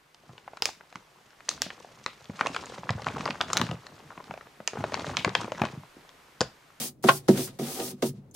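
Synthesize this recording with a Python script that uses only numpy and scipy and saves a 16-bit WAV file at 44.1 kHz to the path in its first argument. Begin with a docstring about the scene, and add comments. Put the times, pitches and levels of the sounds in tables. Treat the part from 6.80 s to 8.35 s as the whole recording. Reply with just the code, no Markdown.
"""Brushing a shelf in a stable

Close up, in stereo: a stiff hand brush sweeps a wooden shelf in short strokes, in a small brick stable.
The bristles land with a tick and a thud of the board, then hiss along it and catch on the rough grain.
Once the brush's hard back knocks against the wood. Near walls answer quickly, over still air."""
import sys
import numpy as np
from scipy import signal
from scipy.fft import rfft, irfft
from scipy.io import wavfile

SR = 44100
rng = np.random.default_rng(int(sys.argv[2]) if len(sys.argv) > 2 else 0)


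def pcm_store(signal):
    """Save signal as 16-bit PCM."""
    levels = np.round(np.clip(np.atleast_2d(signal), -1, 1) * 32767)
    wavfile.write(sys.argv[1], SR, levels.astype(np.int16).T)


N = 68355
T = np.arange(N) / SR
LEFT_RIGHT = np.array([[.5], [-.5]])  # splits a level difference between the channels

# One list a stroke. Each row: time in seconds, fine hiss and coarse rasp in relative dB.
STROKE_LEVELS = [
    [(0.0, -34.5, -40), (0.034, -34, -44.5), (0.084, -38.5, -50.5), (0.135, -87, -88)],
    [(0.226, -54, -64), (0.24, -39.5, -48), (0.268, -47, -46), (0.29, -53, -26.5), (0.316, -37, -46),
     (0.376, -39, -52), (0.415, -70, -70)],
    [(0.48, -43, -42), (0.486, -44, -40.5), (0.51, -42, -45.5), (0.558, -47, -47), (0.582, -36.5, -38.5),
     (0.66, -37.5, -50.5), (0.715, -79, -60)],
    [(0.788, -58, -59), (0.79, -47, -47), (0.93, -39, -49), (1.008, -42.5, -45.5), (1.046, -37, -48.5),
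     (1.114, -43, -51.5), (1.155, -96, -74)],
    [(1.221, -43, -47), (1.225, -44.5, -35), (1.241, -43, -45.5), (1.271, -39, -48.5), (1.299, -46.5, -60),
     (1.311, -80, -66), (1.335, -68, -85)],
    [(1.532, -88.5, -82), (1.544, -50.5, -71.5), (1.55, -44.5, -50.5)],
]
# Each row, in these and all other colours: frequency in Hz, relative spectral density in dB.
HISS_COLOUR = [(2500, -26.5), (4500, -1), (6000, 1), (7300, -0.5), (9200, 2.5), (11500, -2), (14000, -2.5),
               (16000, -3.5)]
RASP_COLOUR = [(300, -16.5), (800, -1), (1300, -6.5), (2200, -4.5), (3300, -.5), (5000, -3), (7000, -8.5),
               (12000, -20.5)]
def sweep():
    """Stiff bristles slide along the wood: a fine hiss over a flickering rasp."""
    hiss = from_db(.5) * stroke_gains(1).sum(axis=0) * noise(HISS_COLOUR)
    rasp = from_db(2) * stroke_gains(2).sum(axis=0) * noise(RASP_COLOUR)
    return hiss + rasp * flicker(rate_hz=120, depth_db=2.57)

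# The brush lands on the board or jolts it. Each row: start in seconds, push in dB, low-pass in Hz,
# high-pass in Hz, bristle tick in dB, place along the board from 0 to 1.
TOUCHDOWNS = [(.001, -33.5, 377, 167, -65, 0.14), (0.2419, -15, 652, 138, -27, .31),
              (.286, -23, 447, 98.7, -73, .18), (0.486, -5, 537, 138, -22.5, 0.35),
              (0.7917, -22, 690, 130, -41, 0.02), (.814, -22, 392, 145, -65, 0.28),
              (1.128, -32.5, 260, 140, -68, .1), (1.2255, -15.5, 894, 271, -27.5, 0.26),
              (1.247, -18, 750, 111, -58, 0), (1.288, -22.5, 150, 70, -80, 0.25),
              (1.334, -33, 180, 91.5, -80, .15), (1.374, -34, 180, 108, -80, .13)]
# Each row: frequency in Hz, level in dB, time to fall 60 dB in seconds, extra dB when rubbed.
BOARD_MODES = [(70, -29.5, .45, -9.5), (113.6, -21.5, 0.54, -6), (141.7, -6, .32, -2),
               (197.1, -5, 0.23, -3.5), (223, -5, 0.16, -1), (248, -2.5, 0.17, 4.5), (321.8, -6, 0.14, 0),
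               (375.6, -1.5, 0.14, -0.5), (452.8, -3, .1, 1.5), (578, -9, 0.06, 2.5),
               (662, -9, 0.081, -4.5), (759, -11, 0.074, 2.5), (929.6, -21, 0.13, -3),
               (1236, -12, 0.082, -1.5)]
def thuds(node_share=.32):
    """Each landing rings the board; a mode struck at its node gets only a share of the push."""
    pushes = np.array([butter(butter(click(s, db), dull_hz, "low"), thin_hz, "high")
                       for s, db, dull_hz, thin_hz, _, _ in TOUCHDOWNS])
    places = np.array(TOUCHDOWNS)[:, 5]
    board = 0
    for k, (hz, db, t60, _) in enumerate(BOARD_MODES):
        shape = node_share + (1 - node_share) * np.abs(np.sin(np.pi * (k + 1) * places))
        board += (-1) ** k * from_db(db) * ring(shape @ pushes, hz, t60)
    return board

# Colour of the bristle tips landing, in Hz and dB.
TICK_COLOUR = [(200, -2), (600, 10), (1400, 5.5), (2500, -7), (5500, -4), (9000, -11), (16000, -27)]
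def ticks(lead_s=.003):
    """The bristle tips tick on the wood just ahead of each thud."""
    envelope = sum(from_db(db) * burst(s - lead_s, rise_s=.002, fall_s=.009)
                   for s, _, _, _, db, _ in TOUCHDOWNS)
    return envelope * noise(TICK_COLOUR)

# Each row: centre and half length in seconds, board and scratch in dB, centre of the drive in Hz.
GRAIN_CATCHES = [(0.285, 0.016, -34, -32.5, 413), (0.574, 0.02, -30, -42.5, 393),
                 (0.679, 0.0082, -41, -47, 180), (0.882, 0.033, -42.5, -46, 1100),
                 (1.001, .02, -33.5, -47, 1080)]
# Colour of bristles on rough grain, in Hz and dB.
SCRATCH_COLOUR = [(500, -1.5), (1500, 4.5), (2300, -0.5), (3200, -10.5), (5500, -8), (9000, -2.5),
                  (16000, -15)]
def scratches():
    """The bristles scratch briefly wherever the grain catches them."""
    envelope = sum(from_db(db) * swell(s, half_s) for s, half_s, _, db, _ in GRAIN_CATCHES)
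    return envelope * noise(SCRATCH_COLOUR) * flicker(rate_hz=200, depth_db=1.5)

# How hard each stroke drives the board, in dB added to its rasp column.
STROKE_PRESSURE = [-0.5, 2, 4, 7.5, -2.5, 13.5]
def drag():
    """The board drones under the dragging bristles, more where they catch."""
    drives = [(from_db(STROKE_PRESSURE) @ stroke_gains(2), slips())]
    for s, half_s, db, _, hz in GRAIN_CATCHES:
        friction = butter(butter(slips(), hz / 2, "high"), hz * 2, "low")
        drives.append((from_db(db) * swell(s, half_s), friction))
    force = sum(envelope * friction / np.std(rubbed_board(friction)) for envelope, friction in drives)
    return rubbed_board(force)

def slips(per_s=4200, spread_db=3.5):
    """Single bristles slip in dense, random flicks of force."""
    flicks = (rng.random(N) < per_s / SR) * rng.standard_normal(N)
    return flicks * from_db(spread_db * rng.exponential(1, N))

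def rubbed_board(force):
    """The board's modes ring in answer to friction."""
    return sum((-1) ** k * from_db(db + extra_db) * ring(force, hz, t60)
               for k, (hz, db, t60, extra_db) in enumerate(BOARD_MODES))

# The back's quick double contact. Each row: start in seconds, level in dB.
BACK_CONTACTS = [(.2866, -10.5), (.2903, -9.5)]
# Each row: frequency in Hz, level in dB, time to fall 60 dB in seconds (capped at most_cycles),
# left minus right in dB.
KNOCK_MODES = [(406, -8, .19, -3.5), (675, -3, 0.12, 0), (821, -14.5, .13, 5.5), (1011, -5, 0.044, -5),
               (1084, 0.5, 0.05, -7), (1230, -10.5, 0.05, 2.5), (1424, -6.5, 0.054, 9), (1555, -7, .06, -1),
               (1600, -17, .075, 1), (1995, -11.5, 0.095, 5.5), (2320, -15, 0.08, 9), (2556, -6.5, 0.12, 3),
               (2900, -13, 0.042, 2), (3640, -14, 0.098, 1)]
# Colour of the hard contact, in Hz and dB.
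CRACK_COLOUR = [(90, -42), (300, -6), (900, 8.5), (2700, -2), (4200, -17), (8000, -24), (16000, -27.5)]
def knock(most_cycles=120, left_lag_s=.00008):
    """The brush's back hits the wood: a crack, and a hollow ring that reaches the left side later."""
    force = butter(sum(click(s, db) for s, db in BACK_CONTACTS), 260, "high")
    left, right = sum(
        (-1) ** k * from_db(db + pan_db * LEFT_RIGHT) * ring(force, hz, min(t60, most_cycles / hz))
        for k, (hz, db, t60, pan_db) in enumerate(KNOCK_MODES))
    crack = from_db(-12) * burst(BACK_CONTACTS[0][0], rise_s=.0006, fall_s=.008) * noise(CRACK_COLOUR)
    return np.array([delayed(left, left_lag_s), right]) + crack

# Each row: centre in seconds, half length in seconds, level in dB, low-pass in Hz.
CARRY_RUSTLES = [(0.466, 0.056, -58, 12000), (0.736, 0.044, -56.5, 12030), (1.21, 0.039, -60, 11900),
                 (1.367, 0.023, -61, 8100), (1.453, 0.048, -61.5, 1710)]
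# Colour of the carried brush, in Hz and dB.
RUSTLE_COLOUR = [(400, 11.5), (1400, -2), (2500, -4), (4000, -3), (7000, -6.5), (15000, -9)]
def rustles():
    """The brush rustles faintly as it is carried between strokes."""
    return sum(from_db(db) * swell(s, half_s) * butter(noise(RUSTLE_COLOUR), dull_hz, "low")
               for s, half_s, db, dull_hz in CARRY_RUSTLES)

# One row: start in seconds, level in dB, fall in seconds.
LONE_FLICK = (1.511, -55.5, .004)
# Colour of a single bristle, in Hz and dB.
BRISTLE_COLOUR = [(3000, -23), (5500, -14.5), (6400, 3.5), (7500, -5), (15000, -20)]
def bristle_flick():
    """One bristle flicks just before the last stroke."""
    s, db, fall_s = LONE_FLICK
    return from_db(db) * burst(s, .0013, fall_s) * noise(BRISTLE_COLOUR)

# What the room sends back to the microphones. Each row: frequency in Hz, gain in dB.
REFLECTIONS = [(60, -22), (250, -13), (450, -6.5), (1000, -6), (3000, -10), (14000, -8)]
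def stable(x, first_echo_s=.003, early_t60=.084, tail_t60=.29, tail_db=-29.5):
    """Shelves and brick walls return dense early reflections, then a faint tail."""
    decay = (from_db(-60 * T / early_t60) + from_db(tail_db - 60 * T / tail_t60)) * (T > first_echo_s)
    power = np.mean(from_db(at_hz(REFLECTIONS, np.linspace(0, SR / 2, N))) ** 2)
    response = np.sqrt(power / np.sum(decay ** 2)) * decay * noise(REFLECTIONS)
    return signal.fftconvolve(x, response, axes=1)[:, :N]

# Colour of the room tone, in Hz and dB.
AIR_COLOUR = [(25, -22), (50, -13), (75, -7.5), (130, 2.5), (250, -4), (450, -11), (900, -26), (1500, -33),
              (3000, -37.5), (15000, -46.5)]
def still_air():
    """A faint, low room tone lies behind the brush."""
    return from_db(-55.5) * noise(AIR_COLOUR)

# Balance at the microphones. Each row: frequency in Hz, left minus right in dB.
BALANCE = [(100, 1.95), (500, -2.2), (1100, 1.7), (2200, 1.5), (4500, 0.5), (12000, 0.5)]
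def scene():
    """Brush and shelf up close, the stable around them, each band leaning a little to one side."""
    wood = thuds() + drag() + knock()
    brush = sweep() + ticks() + scratches() + rustles() + bristle_flick()
    sound = wood + brush + stable(wood + from_db(.5) * brush) + still_air()
    pan_db = at_hz(BALANCE, np.arange(N + 1) * SR / (2 * N))
    return irfft(rfft(sound, 2 * N) * from_db(pan_db * LEFT_RIGHT))[:, :N]

def record(dry):
    """The recorder rounds the highest peaks and cuts the top treble steeply."""
    ceiling, cutoff_hz = .98, 15900
    rounded = dry / (1 + (dry / ceiling) ** 6) ** (1 / 6)
    return signal.sosfilt(signal.ellip(12, .1, 80, cutoff_hz, fs=SR, output="sos"), rounded)

# Each row: frequency in Hz, likeness of the left and right microphones from 0 to 1.
COHERENCE = [(40, 0.33), (130, .98), (300, .95), (550, .45), (1200, 0.26), (2500, 0.22), (4500, 0.089),
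             (8000, 0.16), (12000, 0.45), (16000, .75)]
def noise(colour):
    """Coloured stereo noise at rms 1, most alike on both sides in the upper bass."""
    hz = np.arange(N // 2 + 1) * SR / N
    mid, side = rfft(rng.standard_normal((2, N)))
    alike = at_hz(COHERENCE, hz)
    pair = np.sqrt(1 + alike) * mid + np.sqrt(1 - alike) * side * [[1], [-1]]
    return rms_one(irfft(pair * from_db(at_hz(colour, hz)), N))

def stroke_gains(column):
    """A gain curve for each stroke, silent outside it; column 1 is hiss, 2 is rasp."""
    return np.array([from_db(np.interp(T, rows[:, 0], rows[:, column], left=-200, right=-200))
                     for rows in map(np.array, STROKE_LEVELS)])

def ring(force, hz, t60):
    """A force sets one decaying mode ringing."""
    radius = np.exp(-np.log(1000) / (t60 * SR))
    angle = 2 * np.pi * hz / SR
    return signal.lfilter([0, np.sin(angle)], [1, -2 * radius * np.cos(angle), radius ** 2], force + 1e-18)

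def flicker(rate_hz, depth_db):
    """A gain that wanders at random."""
    return from_db(depth_db * rms_one(butter(rng.standard_normal(N), rate_hz, "low")))

def click(s, db):
    """One impulse."""
    return from_db(db) * (np.arange(N) == int(s * SR))

def burst(s, rise_s, fall_s):
    """An envelope with a straight rise and an exponential fall."""
    age = np.maximum(T - s, 0)
    return np.minimum(age / rise_s, 1) * np.exp(-np.maximum(age - rise_s, 0) / fall_s)

def swell(s, half_s):
    """A bell-shaped envelope."""
    return np.exp(-.5 * ((T - s) / half_s) ** 2)

def delayed(x, s):
    """The same sound s seconds later."""
    return irfft(rfft(x, 2 * N) * np.exp(-1j * np.pi * np.arange(N + 1) * s * SR / N))[..., :N]

def butter(x, hz, kind):
    """Second-order low- or high-pass."""
    return signal.sosfilt(signal.butter(2, hz, kind, fs=SR, output="sos"), x + 1e-18)

def at_hz(table, hz):
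    """Read a table on a log-frequency axis."""
    table_hz, values = np.transpose(table)
    return np.interp(np.log(np.maximum(hz, 1)), np.log(table_hz), values)

def from_db(db):
    """Decibels to gain."""
    return 10 ** (np.asarray(db) / 20)

def rms_one(x):
    """Scale to rms 1."""
    return x / np.sqrt(np.mean(x ** 2) + 1e-20)

dry = scene()
out = record(dry)
pcm_store(out)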